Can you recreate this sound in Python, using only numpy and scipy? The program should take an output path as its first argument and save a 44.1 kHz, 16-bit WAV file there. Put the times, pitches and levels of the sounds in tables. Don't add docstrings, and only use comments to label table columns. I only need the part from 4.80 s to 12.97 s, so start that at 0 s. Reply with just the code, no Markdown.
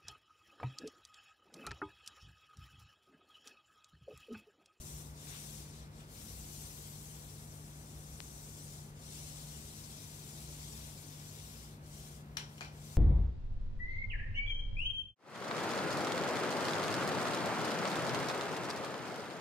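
import sys
import numpy as np
from scipy import signal
from scipy.fft import rfft, irfft, next_fast_len
from scipy.io import wavfile
from scipy.ndimage import uniform_filter1d, map_coordinates

SR = 44100
rng = np.random.default_rng(int(sys.argv[2]) if len(sys.argv) > 2 else 0)


def file_out(sig):
    cols = np.atleast_2d(sig).T
    lim = np.clip(cols, -1, 1)
    pcm = np.round(lim * 32767).astype(np.int16)
    wavfile.write(sys.argv[1], SR, pcm)


N = 360297
TIME = np.arange(N) / SR


def from_db(db):
    return 10 ** (np.asarray(db) / 20)


def rms_one(x):
    return x / np.sqrt(np.mean(x ** 2) + 1e-20)


def in_time(rows):
    s, *columns = np.transpose(rows)
    return [np.interp(TIME, s, column) for column in columns]


def at_hz(points, hz):
    table_hz, value = np.transpose(points)
    return np.interp(np.log(hz + 1e-6), np.log(table_hz), value)


def colour(x, spectrum):
    padded = next_fast_len(x.shape[-1] + 2048)
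    gain = from_db(at_hz(spectrum, np.fft.rfftfreq(padded, 1 / SR)))
    return irfft(rfft(x, padded) * gain, padded)[..., :x.shape[-1]]


def place(pair, pan):
    left = colour(pair[0], [(hz, db / 2) for hz, db in pan])
    right = colour(pair[1], [(hz, -db / 2) for hz, db in pan])
    return np.array([left, right])


def band(x, low_hz, high_hz):
    edges_hz = [low_hz, min(high_hz, SR / 2 - 1000)]
    return signal.sosfilt(signal.butter(2, edges_hz, "band", fs=SR, output="sos"), x)


def resonate(x, hz, width_hz):
    edges_hz = [hz - width_hz / 2, hz + width_hz / 2]
    sos = signal.butter(2, edges_hz, "band", fs=SR, output="sos")
    return rms_one(signal.sosfilt(sos, x)[:, -N:])


def ring(clicks, hz, t60_s):
    radius = 1000 ** (-1 / (t60_s * SR))
    angle = 2 * np.pi * hz / SR
    poles = [1, -2 * radius * np.cos(angle), radius ** 2]
    return signal.lfilter([0, np.sin(angle)], poles, clicks + 1e-18)


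# frequency in Hz, likeness in phase (-1 to 1),
# likeness a quarter cycle ahead on the left (-1 to 1).
MIC_LIKENESS = [(60.5, 1, 0.2), (200, 0.97, 0.15), (440, 0.71, 0.25), (804, 0.26, 0.62),
                (1100, -0.17, 0.24), (1250, -0.48, 0.099), (1790, -0.43, -0.68), (2230, 0.13, -0.81),
                (2990, -0.25, 0.00057), (3700, -0.22, 0.4), (4680, 0.17, -0.14), (5870, 0.015, -0.22),
                (6700, -0.17, 0.44), (9800, 0.03, -0.012)]


def diffuse(size):
    white = rng.standard_normal((2, size))
    first, second = rfft(white)
    hz, table = np.fft.rfftfreq(size, 1 / SR), np.array(MIC_LIKENESS)
    alike = at_hz(table[:, :2], hz) - 1j * at_hz(table[:, ::2], hz)
    alike = alike / np.maximum(abs(alike) / 0.995, 1)
    right = alike * first + np.sqrt(1 - abs(alike) ** 2) * second
    return irfft(np.array([first, right]), size)


def moving_room(x, direct_db, decay_s):
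    keep = np.exp(-1 / (decay_s * SR))
    power = signal.lfilter([1 - keep], [1, -keep], x ** 2)
    wash = np.sqrt(power) * diffuse(next_fast_len(N))[:, :N]
    wash[0] += from_db(direct_db) * x
    return wash


def snaps(per_s, spread_db):
    sizes = from_db(spread_db * np.minimum(rng.exponential(1, N), 5))
    signs = rng.choice([-1, 1], N)
    happens = rng.random(N) < per_s / SR
    return rms_one(sizes * signs * happens)


def ease(share):
    return np.sin(np.pi / 2 * np.clip(share, 0, 1))


# start in seconds, end in seconds, direction (up 1, down -1),
# hiss in dB before band trims, coarse rasp in dB re hiss, fine spray in dB re hiss.
ROLLER_STROKES = [(-0.3, 0.363, -1, -54, -9.5, -2.5), (0.317, 0.937, 1, -53, -7.5, -3.5),
                  (0.84, 1.096, 1, -56, -4.5, -8), (1.105, 1.286, -1, -55, -6.5, -7),
                  (1.25, 4.152, -1, -57, -8.5, -2.5), (4.125, 7, 1, -56, -5.5, -3.5),
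                  (7.008, 7.451, 1, -57.5, -6, -3), (7.66, 7.87, -1, -59.5, -5, 0.5),
                  (7.904, 8.5, -1, -59, -4.5, -3.5)]
# time in seconds, hiss in dB (only the departure from the stroke's mean counts).
STROKE_PRESSURE = [
    [(1.45, -54), (1.65, -55), (1.82, -53), (2.96, -60.5), (3.46, -56.5), (3.98, -54.5)],
    [(4.24, -56.5), (4.34, -53.5), (4.8, -55.5), (5.35, -57), (5.98, -55), (6.28, -59.5), (6.55, -58),
     (6.85, -59)],
]
SPEED_UP_S, SLOW_DOWN_S = 0.25, 0.27
HISS_SPEED_POWER, RASP_SPEED_POWER = 0.91, 0.7
RASP_CLIMB_DB_PER_S, SPRAY_CLIMB_DB_PER_S = 1.2, 1.3
CREEP_DB = -78.5
TURNS_PER_S, LOPSIDED_DB = 8.2, 0.42


def strokes():
    power = np.zeros((3, N)) + from_db(CREEP_DB) ** 2
    for start_s, end_s, direction, hiss_db, rasp_db, spray_db in ROLLER_STROKES:
        speed = ease((TIME - start_s) / SPEED_UP_S) * ease((end_s - TIME) / SLOW_DOWN_S)
        turns = TURNS_PER_S * np.cumsum(speed) / SR + rng.random()
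        level_db = hiss_db + LOPSIDED_DB * np.sin(2 * np.pi * turns)
        for curve in STROKE_PRESSURE:
            if start_s < curve[1][0] < end_s:
                lean_db, = in_time(curve)
                level_db = level_db + lean_db - np.average(lean_db, weights=speed)
        climbed_s = np.sign(direction) * (TIME - (start_s + end_s) / 2)
        hiss = speed ** HISS_SPEED_POWER
        rasp = speed ** RASP_SPEED_POWER * from_db(rasp_db + RASP_CLIMB_DB_PER_S * climbed_s)
        spray = hiss * from_db(spray_db + SPRAY_CLIMB_DB_PER_S * climbed_s)
        power += (from_db(level_db) * np.array([hiss, rasp, spray])) ** 2
    return np.sqrt(power)


PATCHY_DB, PATCHES_PER_S, PATCH_WIDTH_HZ = 3, 45, 180


def patches(x):
    hz, s, cells = signal.stft(x, SR, nperseg=512)
    chance = rng.standard_normal((200, 800))
    where = np.meshgrid(hz / PATCH_WIDTH_HZ, s * PATCHES_PER_S, indexing="ij")
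    gain = from_db(PATCHY_DB * map_coordinates(chance, where, order=1, mode="wrap"))
    return signal.istft(cells * gain, SR)[1][..., :N]


# frequency in Hz, relative density in dB per Hz.
PAINT_COLOUR = [(900, -11), (1600, -13), (2400, -8), (3400, -3.5), (4300, -4), (4900, -4), (5700, -1),
                (6700, -1.5), (8000, 0.5), (9500, -2), (11500, -3.5), (14000, -5.5), (16000, -11)]
# frequency in Hz, width in Hz, level in dB re hiss gain.
FRAME_SINGING = [(5810, 79, -24)]
# frequency in Hz, added left minus right in dB.
ROLLER_PLACE = [(1000, -5), (2000, -0.5), (3500, 5.5), (5900, 7.5), (7500, 4.5), (9500, 2), (12000, 8.5),
                (15000, 12.5)]


def roller():
    hiss, rasp, spray = strokes()
    threads = snaps(per_s=5000, spread_db=2.0)
    wash = moving_room(threads, direct_db=-7.0, decay_s=0.013)
    grain = rms_one(colour(patches(wash), PAINT_COLOUR))
    coarse = colour(grain, [(3300, -0.5), (4900, -2.0), (7500, -26)])
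    fine = colour(grain, [(7000, -46), (9500, -9.5), (12000, 0)])
    middle = grain - coarse - fine
    sound = from_db(3.5) * hiss * middle
    sound += from_db(9.5) * rasp * coarse
    sound += from_db(2.5) * spray * fine
    for hz, width_hz, db in FRAME_SINGING:
        sound += from_db(db) * hiss * resonate(wash, hz, width_hz)
    return place(sound, ROLLER_PLACE)


# time in seconds, swell in dB re RUMBLE_DB.
RUMBLE_SWELL_DB = [(0.25, 5), (0.45, -2), (1.05, 4), (1.28, -5), (1.55, 8), (1.9, 0), (3.0, 1), (3.4, 5),
                   (4.05, -6), (4.8, 2.5), (5.4, -11), (5.62, 3), (6.05, 6), (6.25, -12), (6.7, -1),
                   (7.0, 0), (7.6, -2), (8.0, 1)]
RUMBLE_HZ, RUMBLE_WIDTH_HZ, RUMBLE_DB = 64, 12, -60
RUMBLE_STEADY_S = 0.19


def rumble(air):
    low = resonate(air, RUMBLE_HZ, RUMBLE_WIDTH_HZ)
    power = uniform_filter1d(np.mean(low ** 2, axis=0), int(RUMBLE_STEADY_S * SR))
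    swell_db, = in_time(RUMBLE_SWELL_DB)
    return from_db(RUMBLE_DB + swell_db) * low / np.sqrt(power)


def drift(knots_per_s):
    knots = rng.standard_normal(4000)
    return rms_one(np.interp(TIME * knots_per_s, np.arange(len(knots)), knots))


# frequency in Hz, relative density in dB per Hz.
AIR_COLOUR = [(20, -48), (31, -35), (41, -1), (52, -2.5), (75, -0.5), (120, -3.5), (190, -5.5), (300, -9),
              (500, -14), (950, -18), (1500, -20.5), (2500, -26), (5000, -35), (16000, -42)]
AIR_DB = -55.5
# frequency in Hz, width in Hz, rms in dB before placement.
ROOM_BOOM = [(96.8, 24, -69), (124.3, 14, -68), (218.5, 12, -66), (377.6, 8.3, -83.5), (439.6, 9.9, -81.5)]
# frequency in Hz, rms in dB before placement, wander as a share of the tone.
MOTOR_HUM = [(149.34, -54.5, 0.2), (99.44, -63.5, 0.25)]
# frequency in Hz, added left minus right in dB.
AIR_PLACE = [(60, 1), (150, 2.5), (400, 0.5), (1200, 0.5), (3000, 1.5), (6000, 1), (14000, -9)]


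def ventilation():
    size = next_fast_len(N + SR)
    sound = from_db(AIR_DB) * rms_one(colour(diffuse(size), AIR_COLOUR)[:, -N:])
    air = diffuse(size)
    sound += rumble(air)
    for hz, width_hz, db in ROOM_BOOM:
        sound += from_db(db) * resonate(air, hz, width_hz)
    for hz, db, wander in MOTOR_HUM:
        sway = 1 + wander * (drift(5) + 1j * drift(5.6))
        tone = sway * np.exp(2j * np.pi * hz * TIME)
        sound += from_db(db) * rms_one(tone.real)
    return place(sound, AIR_PLACE)


# peak time in seconds, drive in dB, rise in seconds, decay in seconds.
SKID_GRIPS = [(.51, -49, 0.055, .09), (.548, -48, .008, 0.0085), (1.205, -52, 0.012, .014)]
# frequency in Hz, gain in dB.
SKID_SPECTRUM = [(500, -39), (1200, 1.5), (2000, 0), (3800, 1), (5500, -11), (9000, -14)]


def skid():
    grip = np.zeros(N)
    for s, db, rise_s, decay_s in SKID_GRIPS:
        grip += from_db(db) * np.exp(-np.maximum((s - TIME) / rise_s, (TIME - s) / decay_s))
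    slips = snaps(per_s=1100, spread_db=3.5) * (grip + 1e-12)
    sound = colour(moving_room(slips, direct_db=-4.5, decay_s=0.014), SKID_SPECTRUM)
    return place(sound, [(1000, 0.76), (4000, 5.4)])


# time in seconds, level in dB, ring in Hz, t60 in seconds.
LEFT_TICK = [(3.4038, -17.5, 3470, 0.0006)]


def tick():
    out = np.zeros((2, N))
    for s, db, hz, t60_s in LEFT_TICK:
        click = from_db(db) * (np.arange(N) == round(s * SR))
        out[0] += ring(click, hz, t60_s)
    return out


# frequency in Hz, t60 in seconds.
ROOM_DECAY = [(250, 0.67), (1000, 0.4), (4000, 0.28), (8000, 0.36), (15000, 0.14)]
ROOM_BUILD_S = 0.0043


def room(x):
    t = TIME[:SR // 2]
    scatter = diffuse(len(t))
    edges_hz = np.geomspace(150, 19200, 8)
    tail = np.zeros_like(scatter)
    for k, (low_hz, high_hz) in enumerate(zip(edges_hz, edges_hz[1:])):
        fade = from_db(-60 * t / at_hz(ROOM_DECAY, np.sqrt(low_hz * high_hz)))
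        tail += (-1) ** k * band(scatter, low_hz, high_hz) * fade
    tail = tail * np.minimum(t / ROOM_BUILD_S, 1)
    tail = tail / np.sqrt(np.sum(tail ** 2) / 2)
    return signal.fftconvolve(x[None], tail, axes=1)[:, :N]


def struck(force, modes):
    return sum((-1) ** k * from_db(db) * ring(force, hz, t60_s) for k, (hz, db, t60_s) in enumerate(modes))


CHATTER_S = 0.0018


def chatter(chatter_db):
    t = TIME[:SR // 50]
    burst = rng.standard_normal(len(t)) * np.exp(-t / CHATTER_S)
    force = signal.unit_impulse(len(t)) + from_db(chatter_db) * burst / np.linalg.norm(burst)
    return force / np.linalg.norm(force)


# time in seconds, drive into the roller frame in dB, drive into the pole in dB,
# rebound delay in seconds, rebound in dB re first contact, chatter in dB re hard contact.
POLE_CLACKS = [(7.5695, -29.5, -40.5, 0.0023, -1, 3), (7.7800, -48.5, -59, .003, -7, 4),
               (7.8086, -48.5, -31.5, .0069, -3, 0), (7.8275, -48, -56, 0.0025, -6, 0),
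               (7.8475, -46, -63, 0.0042, -10, -1), (7.881, -58, -66, .003, -8, 0)]
# frequency in Hz, relative level in dB, t60 in seconds.
FRAME_MODES = [(470, -19, 0.0084), (895, -11.5, 0.01), (1590, -1, 0.0049), (2190, 0, 0.0037),
               (3020, 1, 0.0088), (3480, 0, 0.0052), (4050, -0.5, 0.0067), (5470, 2, 0.0048),
               (5820, -3.5, 0.011), (6950, -4.5, .003), (8800, -4, 0.0017), (10500, -2, 0.0022),
               (13800, -3, .0008)]
# frequency in Hz, relative level in dB, t60 in seconds.
POLE_MODES = [(425, -16, 0.0095), (730, -5, 0.011), (1470, -2, 0.0052), (2410, -4.5, 0.016),
              (2710, -7, .005), (4450, -1, 0.0032), (5540, -9, .005), (7000, -6, 0.002)]
CLACK_LEFT_DB, CLACK_RIGHT_DB, CLACK_ROOM_DB = 0.7, -5, 0
MIC_LAG_S = 0.00021


def pole():
    blows, contacts = np.zeros((2, 2, N))
    for s, frame_db, pole_db, rebound_s, rebound_db, chatter_db in POLE_CLACKS:
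        strength = from_db([frame_db, pole_db])
        blows[:, round(s * SR)] = strength
        for start_s, db in ((s, 0), (s + rebound_s, rebound_db)):
            burst = chatter(chatter_db)
            at = round(start_s * SR)
            contacts[:, at:at + len(burst)] += from_db(db) * np.outer(strength, burst)
    near_side = struck(contacts[0], FRAME_MODES) + struck(contacts[1], POLE_MODES)
    whole = struck(blows[0], FRAME_MODES) + struck(blows[1], POLE_MODES)
    far_side = np.roll(near_side, round(MIC_LAG_S * SR))
    direct = from_db([[CLACK_LEFT_DB], [CLACK_RIGHT_DB]]) * np.array([near_side, far_side])
    sound = direct + from_db(CLACK_ROOM_DB) * room(whole)
    return place(sound, [(700, -1.5), (1200, -0.5), (2500, 2.0), (5500, 6.5), (10000, 2)])


def scene():
    return roller() + ventilation() + skid() + tick() + pole()


CUTOFF_HZ = 15700


def record(dry):
    return signal.sosfilt(signal.ellip(12, 0.1, 80, CUTOFF_HZ, fs=SR, output="sos"), dry)


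dry = scene()
out = record(dry)
file_out(out)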